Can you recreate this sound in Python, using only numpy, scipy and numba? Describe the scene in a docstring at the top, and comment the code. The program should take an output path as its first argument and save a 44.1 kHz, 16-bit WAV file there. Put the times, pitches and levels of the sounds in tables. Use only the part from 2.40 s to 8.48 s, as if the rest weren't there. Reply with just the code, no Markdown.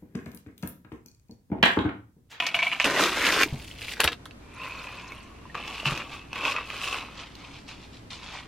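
"""In a small ventilated room with a faint hum, at a wooden desk, a snack is made, heard through two nearby ports.
Dry cereal cracks into a plastic cup, a bag is crumpled, a napkin is fetched and a plastic spoon clacks down.
Milk patters and bubbles, the spoon crunches through the cereal and knocks on the cup, then clothes rustle.
Impacts are decaying resonances with noise bursts; rustles, pouring and crunching are crowds of tiny snaps,
shaped by moves that swell, hold and die away or by curves of level."""
import sys
import numpy as np
from scipy import signal
from scipy.fft import rfft, irfft, next_fast_len
from scipy.io import wavfile
from scipy.ndimage import uniform_filter1d
from numba import njit

SR = 44100
rng = np.random.default_rng(int(sys.argv[2]) if len(sys.argv) > 2 else 0)


def to_wav(sig):
    """Store sig (one row per channel, or 1-D mono) as 16-bit WAV at the path in sys.argv[1].

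    Samples outside -1..1 are clipped; the rate is SR.
    """
    pcm = np.clip(np.atleast_2d(sig), -1, 1) * 32767
    pcm = np.round(pcm).astype(np.int16)
    wavfile.write(sys.argv[1], SR, pcm.T)  # frames by channels


N = 268076
T = np.arange(N) / SR
TAIL = T[:SR // 3]  # time axis of a single impact


def amp(db):
    """Level law: decibels to amplitude gain."""
    return 10 ** (np.asarray(db) / 20)


def unit(x):
    """Normalisation of energy: scale to rms 1."""
    return x / np.sqrt(np.mean(x ** 2) + 1e-18)


def add(track, s, sound):
    """Superposition: mix a sound in at a time. Its two rows are sum and difference of the ports."""
    i = int(np.clip(s * SR, 0, N - 1))
    track[:, i:i + sound.shape[1]] += sound[:, :N - i]


def colour(x, points):
    """Minimum-phase filtering: a causal filter with a (Hz, dB) outline, built from its cepstrum."""
    size = next_fast_len(x.shape[-1] // 2 + 2048) * 2
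    hz, db = np.transpose(points)
    f = np.arange(size // 2 + 1) * SR / size
    outline_db = np.interp(np.log(f + 1), np.log(hz), db)
    cepstrum = irfft(np.log(amp(outline_db)))
    # folding the cepstrum onto positive time makes the filter causal
    cepstrum[1:size // 2] *= 2
    cepstrum[size // 2 + 1:] = 0
    response = np.exp(rfft(cepstrum))
    return irfft(rfft(x, size) * response)[..., :x.shape[-1]]


def band(x, hz, kind):
    """Band splitting: a steep low-pass or high-pass."""
    sos = signal.butter(4, min(hz, SR / 2 - 1), kind, fs=SR, output="sos")
    return signal.sosfilt(sos, x)


def fade(t60):
    """Exponential damping: 60 dB of decay in t60 seconds."""
    return np.exp(-np.log(1000) * TAIL / t60)


def ring(hz, t60, rise_s=0.00042, glide=0):
    """Damped resonance: one struck mode swells over the contact time; its pitch may rise as it dies."""
    t = TAIL[TAIL < 1.2 * t60]
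    cycles = hz * (t + glide * t ** 2 / t60 / 2) + rng.random((2, 1))
    swell = 1 - np.exp(-(t / rise_s) ** 2)
    tone = swell * fade(t60)[:len(t)] * np.sin(2 * np.pi * cycles)
    return np.pad(tone, ((0, 0), (0, len(TAIL) - len(t))))


def burst(t60):
    """Incoherent scattering: exponentially decaying noise."""
    return fade(t60) * rng.standard_normal((2, len(TAIL)))


def strike(modes, detune, scatter_db):
    """Modal excitation: every blow lands elsewhere and so weights the modes differently."""
    total = 0
    for hz, db, t60 in modes:
        level_chance, pitch_chance = rng.uniform(-0.57, 1, 2)
        mode = ring(hz * (1 + detune * pitch_chance), t60)
        total = total + amp(db + scatter_db * level_chance) * mode
    return total


def drift(t, per_s):
    """Slow random modulation: straight lines between random values."""
    return np.interp(t * per_s, np.arange(len(TAIL)), rng.standard_normal(len(TAIL)))


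def strokes(rows):
    """Power addition: gains of body and treble for moves that swell, hold and die away."""
    power = np.zeros((2, N))
    for s, db, attack_s, hold_s, release_s, treble_db in rows:
        span = slice(*np.searchsorted(T, [s - 2 * attack_s, s + hold_s + 2 * release_s]))
        before, after = (s - T[span]) / attack_s, (T[span] - s - hold_s) / release_s
        away = np.maximum(before, after).clip(0)
        # attack and release are the times for 20 dB
        power[:, span] += amp([[db], [db + treble_db]]) ** 2 * amp(-20 * away) ** 2
    return np.sqrt(power)


def follow(curve):
    """Envelope control: gains along a curve of (s, dB, ..) rows, silent outside it."""
    s, *levels = np.transpose(curve)
    inside = (T >= s[0]) & (T <= s[-1])
    return np.array([amp(np.interp(T, s, db)) for db in levels]) * inside


@njit
def resonate(x, hz, width):
    """Time-varying resonance: a band-pass whose centre moves from sample to sample."""
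    out, mid, low = np.empty(len(x)), 0., 0.
    for i in range(len(x)):
        g, k = np.tan(np.pi * hz[i] / SR), width / hz[i]
        v = (mid + g * (x[i] - low)) / (1 + g * (g + k))
        mid, low, out[i] = 2 * v - mid, low + 2 * g * v, k * v
    return out


def crackle(gains, outline, rate, spread_db, snap_t60, rub_db=-12, split_hz=4000, air=(),
            air_rise_per_s=0, tail_db=-1, patchy_db=2.0, count=16):
    """Stochastic snapping: tiny snaps of uneven size and pitch over a faint rub; gains drive body and treble."""
    shifts_per_s, air_wander = 25, 0.03
    active = np.flatnonzero(gains[0])
    span = slice(active[0], active[-1] + 1)
    t = T[span]
    chance = rng.random(N)[span]
    size = rng.exponential(size=N)[span]
    facet = rng.integers(count, size=N)[span]
    polarity = rng.choice([-1, 1], (2, N))[:, span]
    snaps = (chance < rate / SR) * amp(spread_db * np.minimum(size, 4)) * polarity  # rate: snaps per second
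    scatter, rub = rng.standard_normal((2, 2, N))[..., span]
    keep = np.exp(-2 * np.log(1000) / (snap_t60 * SR))  # power kept per sample
    # each snap comes from one facet: large facets clack low, small ones tick high; strain wanders between them
    force = 0
    for k, hz in enumerate(np.geomspace(400, 13000, count)):
        clicks = amp(patchy_db * drift(t, shifts_per_s)) * snaps * (facet == k)
        tail_power = signal.lfilter([1 - keep], [1, -keep], clicks[0] ** 2 + 1e-18)
        tails = np.sqrt(tail_power) * np.roll(scatter, k * len(t) // count, axis=1)
        knock = clicks + amp(tail_db) * tails
        force = force + signal.lfilter(*signal.iirpeak(hz, 2, SR), knock) + amp(-11.0) * knock
    sound = colour(unit(force) + amp(rub_db) * rub, outline)
    for hz, width, db in air:  # the air in the cup shifts as things move in it
        centre = hz * np.exp(air_rise_per_s * (t - t.mean()) + air_wander * drift(t, shifts_per_s))
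        sound = sound + amp(db) * np.array([resonate(row.copy(), centre, float(width)) for row in sound])
    # a big snap relieves its neighbours: the short-term level is evened out
    sound = sound / np.sqrt(uniform_filter1d(sound[0] ** 2, size=1800) + 1e-12)
    body, treble = unit(band(sound, split_hz, "low")), unit(band(sound, split_hz, "high"))
    out = np.zeros((2, N))
    out[:, span] = gains[0, span] * body + gains[1, span] * treble
    return out


# Spectrum of brittle cracks. Each row: frequency in Hz, level in dB.
CRACK_SPECTRUM = [(800, -55), (2800, 2), (6200, -1.5), (8000, -20), (15500, -25)]


def crack(t60=0.011):
    """Brittle fracture: a short burst of bright noise as something gives way."""
    return colour(burst(t60), CRACK_SPECTRUM)


def buckle(rows, outline, t60, sheet_t60, sheet_db):
    """Snap-through buckling: a fold gives a short pitched tick and a crack, and shakes the sheet around it."""
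    out = np.zeros((2, N))
    for s, db, hz, crack_db in rows:
        sheet = colour(burst(sheet_t60), outline)
        add(out, s, amp(db) * (ring(hz, t60) + amp(sheet_db) * sheet + amp(crack_db) * crack()))
    return out


# Curve of the low hum. Each row: time in seconds, level in dB before the tone and rumble balance.
HUM_CURVE = [(0, -94), (0.45, -52), (1.15, -45.5), (1.65, -50.5), (6.08, -50.5)]
# Spectrum of the ventilation noise. Each row: frequency in Hz, relative level in dB.
ROOM_SPECTRUM = [(65, -22), (110, -7), (274, -4.5), (500, -16), (1070, -20), (2610, -28), (7060, -38),
                 (12600, -45), (15500, -62)]
HUM_HZ, ROOM_DB = 57.5, -51


def background(tone_db=-5.0, rumble_db=-3):
    """Stationary noise and phase modulation: ventilation, and a slightly wavering hum with its rumble."""
    tone = unit(np.sin(2 * np.pi * HUM_HZ * T + 0.14 * drift(T, 6)))
    rumble_spectrum = [(10, -6), (50, -5), (115, 0.0), (250, -35), (2000, -83)]
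    rumble = unit(colour(rng.standard_normal((2, N)), rumble_spectrum))
    hum_gain = amp(np.interp(T, *np.transpose(HUM_CURVE)))
    hum = hum_gain * (amp(tone_db) * tone + amp(rumble_db) * rumble)
    ventilation = unit(colour(rng.standard_normal((2, N)), ROOM_SPECTRUM))
    return hum + amp(ROOM_DB) * ventilation


# Soft bumps on the desk. Each row: start in seconds, level in dB, pitch in Hz, 60 dB decay in seconds.
DESK_BUMPS = [(1.058, -25, 320, 0.057), (1.125, -25.5, 139, 0.18), (1.141, -31, 223, 0.12),
              (1.644, -26, 303, 0.069), (1.646, -31.5, 75.1, 0.14), (3.463, -24.5, 139.5, 0.12),
              (3.519, -22.5, 133, 0.043)]


def desk(push_s=0.0013, thud_db=2.0, thud_t60=0.43):
    """Soft-contact excitation: a push builds up over a few milliseconds and leaves a low boom."""
    out = np.zeros((2, N))
    for s, db, hz, t60 in DESK_BUMPS:
        boom = burst(thud_t60) * (1 - fade(0.0071))
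        thud = colour(boom, [(40, -12), (150, -4.5), (1000, -9.0), (3000, -45)])
        add(out, s, amp(db) * (ring(hz, t60, rise_s=push_s) + amp(thud_db) * thud))
    return out


# Clothes brushing with each move.
# Each row: start of the hold in seconds, level in dB, attack in seconds, treble against body in dB.
CLOTH_BRUSHES = [(4.796, -43, 0.11, -7.5), (5.041, -50, 0.24, -6), (5.15, -53, 0.31, -1),
                 (5.288, -47.5, 0.025, -1), (5.42, -56, 0.1, -1.5), (5.54, -60, 0.075, 4),
                 (5.706, -47, 0.0046, 4), (5.83, -50, 0.078, 0), (5.949, -41, 0.19, -6.5)]
# Spectrum of rubbing cloth. Each row: frequency in Hz, relative level in dB.
CLOTH_SPECTRUM = [(210, -33), (400, -10), (1050, 5), (1660, -3), (2350, 2), (3940, -10.5), (8380, -30.5),
                  (15000, -60)]
BRUSH_HOLD_S, BRUSH_RELEASE_S = 0.021, 0.12


def clothes():
    """Sliding friction: dense small snaps of the fibres make a soft rub."""
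    brushes = [(s, db, attack_s, BRUSH_HOLD_S, BRUSH_RELEASE_S, treble_db)
               for s, db, attack_s, treble_db in CLOTH_BRUSHES]
    return crackle(strokes(brushes), CLOTH_SPECTRUM, rate=4000, spread_db=3.5, snap_t60=0.022, rub_db=-13.0)


# The napkin is gripped, lifted, swung over and laid down. Each row: start of the hold in seconds,
# level in dB, attack, hold and release in seconds, treble against body in dB.
NAPKIN_MOVES = [(1.045, -46.5, 0.006, 0.034, 0.26, -7.5), (1.2, -54, 0.12, 0.098, 0.15, -0.5),
                (1.42, -42.5, 0.096, 0.031, 0.064, -7.5), (1.495, -39.5, 0.059, 0.044, 0.014, -9),
                (1.565, -45, 0.041, 0.018, 0.022, -11)]
# Spectrum of crinkling paper. Each row: frequency in Hz, relative level in dB.
NAPKIN_SPECTRUM = [(240, -40), (400, -5.5), (1300, -10.5), (1750, -3.5), (2650, 0), (3510, -6.5),
                   (6000, -14), (15500, -26)]


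def napkin():
    """Crumpling noise: paper crinkles in sparse, very short snaps."""
    return crackle(strokes(NAPKIN_MOVES), NAPKIN_SPECTRUM, rate=1100, spread_db=2.0, snap_t60=0.012)


# Creases of paper or cloth. Each row: start in seconds, level in dB, pitch in Hz,
# bright crack in dB against that level.
SHEET_CREASES = [(1.313, -24, 3040, -20), (1.418, -18, 2660, -22), (1.448, -30, 4000, -10),
                 (1.4828, -15, 2330, -22), (1.522, -19, 2080, -20), (1.535, -25, 2720, -8),
                 (1.569, -24, 1630, -20), (4.953, -35.5, 4050, 3), (5.289, -28, 2660, -9)]


def creases():
    """Snap-through of soft sheets: single creases of paper or cloth tick over."""
    return buckle(SHEET_CREASES, NAPKIN_SPECTRUM, t60=0.007, sheet_t60=0.0084, sheet_db=-9.5)


# The bag is crumpled in one go. Each row: time in seconds, level of the body in dB, of the treble in dB,
# both before the wavering grip.
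BAG_CURVE = [(0.444, -32, -24.5), (0.462, -25.5, -28), (0.534, -33, -32), (0.57, -29, -28),
             (0.63, -27, -26), (0.724, -37, -34), (0.855, -32, -26), (0.89, -31.5, -26.5),
             (0.98, -30.5, -27.5), (1.034, -29.5, -22.5), (1.042, -36, -32)]
# Folds of the film buckling. Each row: start in seconds, level in dB, pitch in Hz,
# bright crack in dB against that level.
BAG_FOLDS = [(0.443, -7.5, 2720, -13), (0.609, -9, 1330, -18), (0.638, -18, 3270, 7.5),
             (0.662, -18, 1980, -2), (0.772, -14.5, 1000, -20), (0.823, -14, 1790, -18),
             (0.867, -6.5, 2760, -8.5), (0.924, -7.5, 2470, -8.5), (0.985, -15, 1780, -16),
             (1.013, -5, 1970, -22), (1.033, -4, 2380, -9)]
# Spectrum of the film. Each row: frequency in Hz, relative level in dB.
BAG_SPECTRUM = [(71, -43), (120, -8.5), (282, -0.5), (530, -3), (748, -7.5), (1040, -5.5), (1500, -2.5),
                (2540, 0), (3700, -7), (5840, -13.5), (9910, -25), (12100, -23.5), (15500, -39)]
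# Cup air ringing along with the bag. Each row: frequency in Hz, width in Hz, lift in dB.
BAG_CUP_AIR = [(1020, 130, -4.5)]


def bag():
    """Crumpling under a wavering grip: stiff film snaps in a crowd, and single folds buckle sharply."""
    squeezes_per_s, squeeze_db = 70, 1.2
    grip = follow(BAG_CURVE) * amp(squeeze_db * drift(T, squeezes_per_s))
    film = crackle(grip, BAG_SPECTRUM, rate=1900, spread_db=0.8, snap_t60=0.013, split_hz=1330, air=BAG_CUP_AIR)
    return film + buckle(BAG_FOLDS, BAG_SPECTRUM, t60=0.0082, sheet_t60=0.022, sheet_db=-3.5)


def tick(t60=0.0052):
    """Broadband impulse: a very short, bright crack."""
    spectrum = [(300, -13), (1500, 0), (4500, -5.5), (7500, -8.5), (10000, -2.5), (15000, -16.0)]
    return colour(burst(t60), spectrum)


# Modes of spoon and desk top. Each row: frequency in Hz, relative level in dB, 60 dB decay in seconds.
SPOON_AND_DESK_MODES = [(320, -16, 0.16), (480, -6, 0.12), (1070, 0, 0.03), (1366, 4.5, 0.054),
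                        (1685, -1, 0.078), (2100, -1, 0.035), (2930, -8, .04), (3270, -7, 0.13),
                        (3800, 3, 0.04), (4427, 0, 0.068), (5900, -14, 0.086)]


def clack(hz, tick_db, contact_t60=0.0068, body_db=-26.0):
    """Hard-contact excitation: stiff plastic gives a short pitched clack and a tick, then rings on."""
    body = strike(SPOON_AND_DESK_MODES, detune=0.018, scatter_db=2.5)
    return ring(hz, contact_t60, rise_s=0.000085) + amp(tick_db) * tick() + amp(body_db) * body


# The spoon bounces on the desk and settles. Each row: start in seconds, level in dB, contact pitch in Hz,
# sharp tick in dB against that level, level of the chatter in dB.
SPOON_BOUNCES = [(1.6036, -2, 2650, -4, -21), (1.636, -11, 2870, -10, -33), (1.6425, -7, 3240, -0.5, -21.5),
                 (1.6765, -4, 2680, -37, -26), (1.72, -25.5, 3260, -6, -32.5),
                 (1.856, -29, 3460, -2.5, -61), (1.86, -28, 1370, -20, -62), (1.91, -31, 2670, -32, -77)]
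# Spectrum of the chatter. Each row: frequency in Hz, relative level in dB.
CHATTER_SPECTRUM = [(88, -20), (326, -10), (650, -11), (1510, -9.5), (4560, -14), (15500, -26)]
CHATTER_ATTACK_S, CHATTER_HOLD_S, CHATTER_RELEASE_S, CHATTER_TREBLE_DB = 0.008, 0.0045, 0.026, -22


def spoon_drop():
    """Repeated impact: the spoon clacks on the desk and chatters briefly around each bounce."""
    chatter = [(s, db, CHATTER_ATTACK_S, CHATTER_HOLD_S, CHATTER_RELEASE_S, CHATTER_TREBLE_DB)
               for s, *_, db in SPOON_BOUNCES]
    out = crackle(strokes(chatter), CHATTER_SPECTRUM, rate=3500, spread_db=3.5, snap_t60=0.0068, rub_db=-22)
    for s, db, hz, tick_db, _ in SPOON_BOUNCES:
        add(out, s, amp(db) * clack(hz, tick_db))
    return out


FOAM_FROM_S, FOAM_TO_S, FOAM_LOW_HZ, FOAM_HIGH_HZ = 2.14, 2.84, 2400, 14000
FOAM_DB, FOAM_TILT_DB = -43.5, -2.5  # mean level of the largest bubbles, and its change per octave


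def foam(count=110):
    """Bubble resonance: the smaller a bubble, the higher, shorter and on average fainter its pop."""
    cycles, scatter_db = 55, 3.5  # cycles within the 60 dB decay
    out = np.zeros((2, N))
    for when, size, luck in rng.random((count, 3)):
        hz = FOAM_LOW_HZ * (FOAM_HIGH_HZ / FOAM_LOW_HZ) ** size
        db = FOAM_DB + FOAM_TILT_DB * np.log2(hz / FOAM_LOW_HZ) + scatter_db * (2 * luck - 1)
        add(out, FOAM_FROM_S + when * (FOAM_TO_S - FOAM_FROM_S), amp(db) * ring(hz, cycles / hz))
    return out


# Flow of the milk. Each row: time in seconds, level in dB before the wavering.
MILK_FLOW = [(2.0, -64), (2.11, -56), (2.245, -37.5), (2.36, -41.5), (2.57, -43.5), (2.76, -48.5),
             (2.93, -57), (3.13, -59)]
# Bubbles and drips. Each row: start in seconds, level in dB, starting pitch in Hz,
# splash in dB against that level.
MILK_DRIPS = [(2.197, -32, 2550, -7), (2.217, -29.5, 2680, -11), (2.234, -30, 2780, -8),
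              (2.321, -29, 2520, -8), (2.39, -40, 4280, -4), (2.469, -32, 2540, 4),
              (2.688, -42.5, 4100, -4), (2.7205, -33.5, 2200, 10.5), (3.054, -36, 1000, -12),
              (3.098, -38.5, 1845, -22)]
# Spectrum of the patter. Each row: frequency in Hz, relative level in dB.
MILK_SPECTRUM = [(210, -49), (450, -3.5), (774, -8), (1050, -4), (1650, -7.5), (2540, -3.5), (3200, -11),
                 (5980, -18.5), (15500, -35.5)]
# Air above the cereal during the pour. Each row: mid-pour frequency in Hz, width in Hz, lift in dB.
POURING_AIR = [(1056, 84, 7.9), (2600, 190, 2.6)]
MILK_TREBLE_DB = -18  # against the body


def milk(splash_t60=0.013):
    """Air-column and bubble resonance: a wavering stream patters as the column shortens; drips splash and ring."""
    bubble_t60, gulps_per_s, gulp_db = 0.04, 45, 0.8
    waver = amp(gulp_db * drift(T, gulps_per_s))
    gains = follow(MILK_FLOW) * amp([[0], [MILK_TREBLE_DB]]) * waver
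    out = crackle(gains, MILK_SPECTRUM, rate=1800, spread_db=0.5, snap_t60=0.025,
                  air=POURING_AIR, air_rise_per_s=0.11)
    for s, db, hz, splash_db in MILK_DRIPS:
        splash = colour(burst(splash_t60), MILK_SPECTRUM)
        add(out, s, amp(db) * (ring(hz, bubble_t60, glide=0.046) + amp(splash_db) * splash))
    return out + foam()


# Strokes of the spoon through the cereal. Each row: start of the hold in seconds, level in dB,
# attack, hold and release in seconds, treble against body in dB.
STIR_STROKES = [(3.147, -37.5, 0.0043, 0.019, 0.3, -19), (3.29, -41.5, 0.16, 0.13, 0.067, -7.5),
                (3.457, -28.5, 0.013, 0.004, 0.2, -9), (3.6, -36.5, 0.024, 0.015, 0.055, -27),
                (3.72, -42.5, 0.067, 0.023, 0.16, -9.5), (3.96, -35.5, 0.051, 0.059, 0.12, -14.5),
                (4.055, -27.5, 0.059, 0.027, 0.14, -12), (4.167, -31.5, 0.029, 0.014, 0.092, -21),
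                (4.32, -39, 0.13, 0.073, 0.049, -9), (4.425, -35, 0.053, 0.068, 0.11, -6),
                (4.528, -32.5, 0.0099, 0.018, 0.19, -12)]
# The spoon knocks on the full cup. Each row: start in seconds, level in dB, pitch in Hz,
# bright crack in dB against that level.
CUP_KNOCKS = [(3.146, -28, 1880, -11), (3.152, -18.5, 1170, -18), (3.279, -22.5, 2766, -5),
              (3.400, -24, 2860, -28), (3.431, -25.5, 644.5, -22), (3.456, -14, 2800, -13),
              (3.4605, -18, 1000, -8), (3.473, -18, 3040, -12), (3.496, -20, 1150, -16),
              (3.576, -19.5, 2600, -0.5), (3.9302, -17.5, 2620, -13), (4.052, -12, 2442, -11),
              (4.12, -16.5, 2500, -26), (4.164, -15.5, 2510, -18), (4.302, -18.5, 2620, -20),
              (4.5274, -16, 2640, -22), (4.61, -29, 2600, -10)]
# Spectrum of the crunching. Each row: frequency in Hz, relative level in dB.
STIR_SPECTRUM = [(150, -34), (250, -5), (720, -5), (1100, 0), (1850, -6), (2620, -1), (3200, -8),
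                 (4700, -17.5), (15500, -41)]
# Air above the cereal during stirring. Each row: mid-way frequency in Hz, width in Hz, lift in dB.
STIRRING_AIR = [(1112, 67, 0.5), (2620, 170, 0)]


def stirring(knock_t60=0.013, crunch_db=0):
    """Granular fracture and damping: cereal crunches round the spoon; the filling damps the knocked wall."""
    out = crackle(strokes(STIR_STROKES), STIR_SPECTRUM, rate=1900, spread_db=2.5, snap_t60=0.02,
                  air=STIRRING_AIR, air_rise_per_s=-0.024)
    for s, db, hz, crack_db in CUP_KNOCKS:
        wall = ring(hz, knock_t60)
        crunch = colour(burst(knock_t60), STIR_SPECTRUM)
        add(out, s, amp(db) * (wall + amp(crunch_db) * crunch + amp(crack_db) * crack()))
    return out


# Cereal pieces landing in the cup. Each row: start in seconds, level in dB,
# bright crack in dB against that level.
CEREAL_PIECES = [(0.001, -12.5, -11), (0.023, -17.5, -25), (0.037, -22, -24), (0.056, -21, -24),
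                 (0.066, -14, 2), (0.076, -29, 1), (0.088, -24, -3), (0.1436, -8, -23), (0.190, -14, -13),
                 (0.221, -16.5, -23), (0.228, -9.5, -22), (0.268, -14.5, -28), (0.316, -16, -35),
                 (0.326, -14, -34), (0.362, -26, -14), (0.399, -7.5, -13), (0.422, -24, 1)]
# Wall of the nearly empty cup. Each row: frequency in Hz, relative level in dB, 60 dB decay in seconds.
EMPTY_CUP_MODES = [(707, -18, 0.059), (986, -13.5, 0.05), (1820, -8, 0.016), (2273, -3.5, 0.036),
                   (2460, -3, 0.018), (2883, -7, 0.035), (3240, -30, 0.1)]
# Spectrum of chips and crumbs. Each row: frequency in Hz, relative level in dB.
CRUMB_SPECTRUM = [(210, -58), (466, -23), (660, -14), (1100, -9.5), (2070, -12), (2310, 0), (3440, -14),
                  (4500, -22.5), (10800, -37.5), (15500, -45)]
# Air above the cereal in the nearly empty cup. Each row: frequency in Hz, width in Hz, lift in dB.
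EMPTY_CUP_AIR = [(666, 54, 5.5), (1000, 34, -10)]
REBOUND_S, REBOUND_DB = 0.005, -4.5  # mean delay of the one hop, and its level against the landing
TRICKLE_DB, TRICKLE_S = -47, 0.4  # crumbs run steadily from the bag
SETTLE_DB, SETTLE_S, CRUMB_TREBLE_DB = -20, 0.11, -14.5  # each piece makes the pile settle


def cereal(ring_db=-7, chip_db=0, chip_t60=0.025, own_db=-10):
    """Granular impact: each piece cracks at its own pitch, rings the cup wall and hops once; crumbs settle."""
    trickle = [(0, TRICKLE_DB, 0.002, TRICKLE_S, SETTLE_S, CRUMB_TREBLE_DB)]
    settling = [(s, db + SETTLE_DB, 0.002, 0, SETTLE_S, CRUMB_TREBLE_DB) for s, db, _ in CEREAL_PIECES]
    out = crackle(strokes(trickle + settling), CRUMB_SPECTRUM, rate=1700, spread_db=2.5, snap_t60=0.023,
                  air=EMPTY_CUP_AIR)
    for s, db, crack_db in CEREAL_PIECES:
        hop_s = REBOUND_S * (.5 + rng.random())
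        for late_s, weaker_db in (0, 0), (hop_s, REBOUND_DB):
            own_hz, shift = rng.uniform(1800, 3900), rng.uniform(0.93, 1.07)
            shifted = [(hz * shift, level_db) for hz, level_db in CRUMB_SPECTRUM]
            chip = colour(burst(chip_t60), shifted) + amp(own_db) * ring(own_hz, chip_t60 / 2)
            wall = strike(EMPTY_CUP_MODES, detune=0.01, scatter_db=9.0)
            landing = amp(ring_db) * wall + amp(chip_db) * chip + amp(crack_db) * crack()
            add(out, s + late_s, amp(db + weaker_db) * landing)
    return out


def echo(x, t60, count=40):
    """Diffuse reverberation of the small room; a fresh random noise tail is drawn for each equal time slice."""
    out = np.zeros((2, N))
    for part in np.array_split(np.arange(N), count):
        tail = burst(t60) * (1 - fade(0.00064))
        tail = tail / np.linalg.norm(tail[0])
        add(out, T[part[0]], signal.fftconvolve(x[None, part], tail, axes=1))
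    return colour(out, [(100, 8.2), (1000, 0.57), (4000, 2.1), (14000, 9.0)])


# Filter on the port difference of near sounds. Each row: frequency in Hz, gain in dB.
NEAR_WIDTH = [(60, -60), (720, -20.5), (1100, -39), (1500, -21), (2400, -19), (4400, -4.5), (8100, -1.5),
              (14000, 2.5)]
# Filter on the port difference of the background. Each row: frequency in Hz, gain in dB.
FAR_WIDTH = [(60, -33), (130, -17), (330, -4.5), (1100, 1), (8000, 3)]


def scene():
    """Diffraction: long waves reach both ports alike; short ones scatter off the clutter and differ."""
    near = desk() + clothes() + napkin() + creases() + bag() + spoon_drop() + milk() + stirring() + cereal()
    near = near + amp(-9.0) * echo(near[0], t60=0.08)
    far = background()
    mid = near[0] + far[0]
    side = colour(near[1], NEAR_WIDTH) + colour(far[1], FAR_WIDTH)
    return np.array([mid + side, mid - side])


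TOP_HZ = 15800


def record(dry):
    """Band limitation: a steep elliptic low-pass cuts the very top."""
    sos = signal.ellip(8, .2, 70, TOP_HZ, fs=SR, output="sos")
    return signal.sosfilt(sos, dry)


dry = scene()
out = record(dry)
to_wav(out)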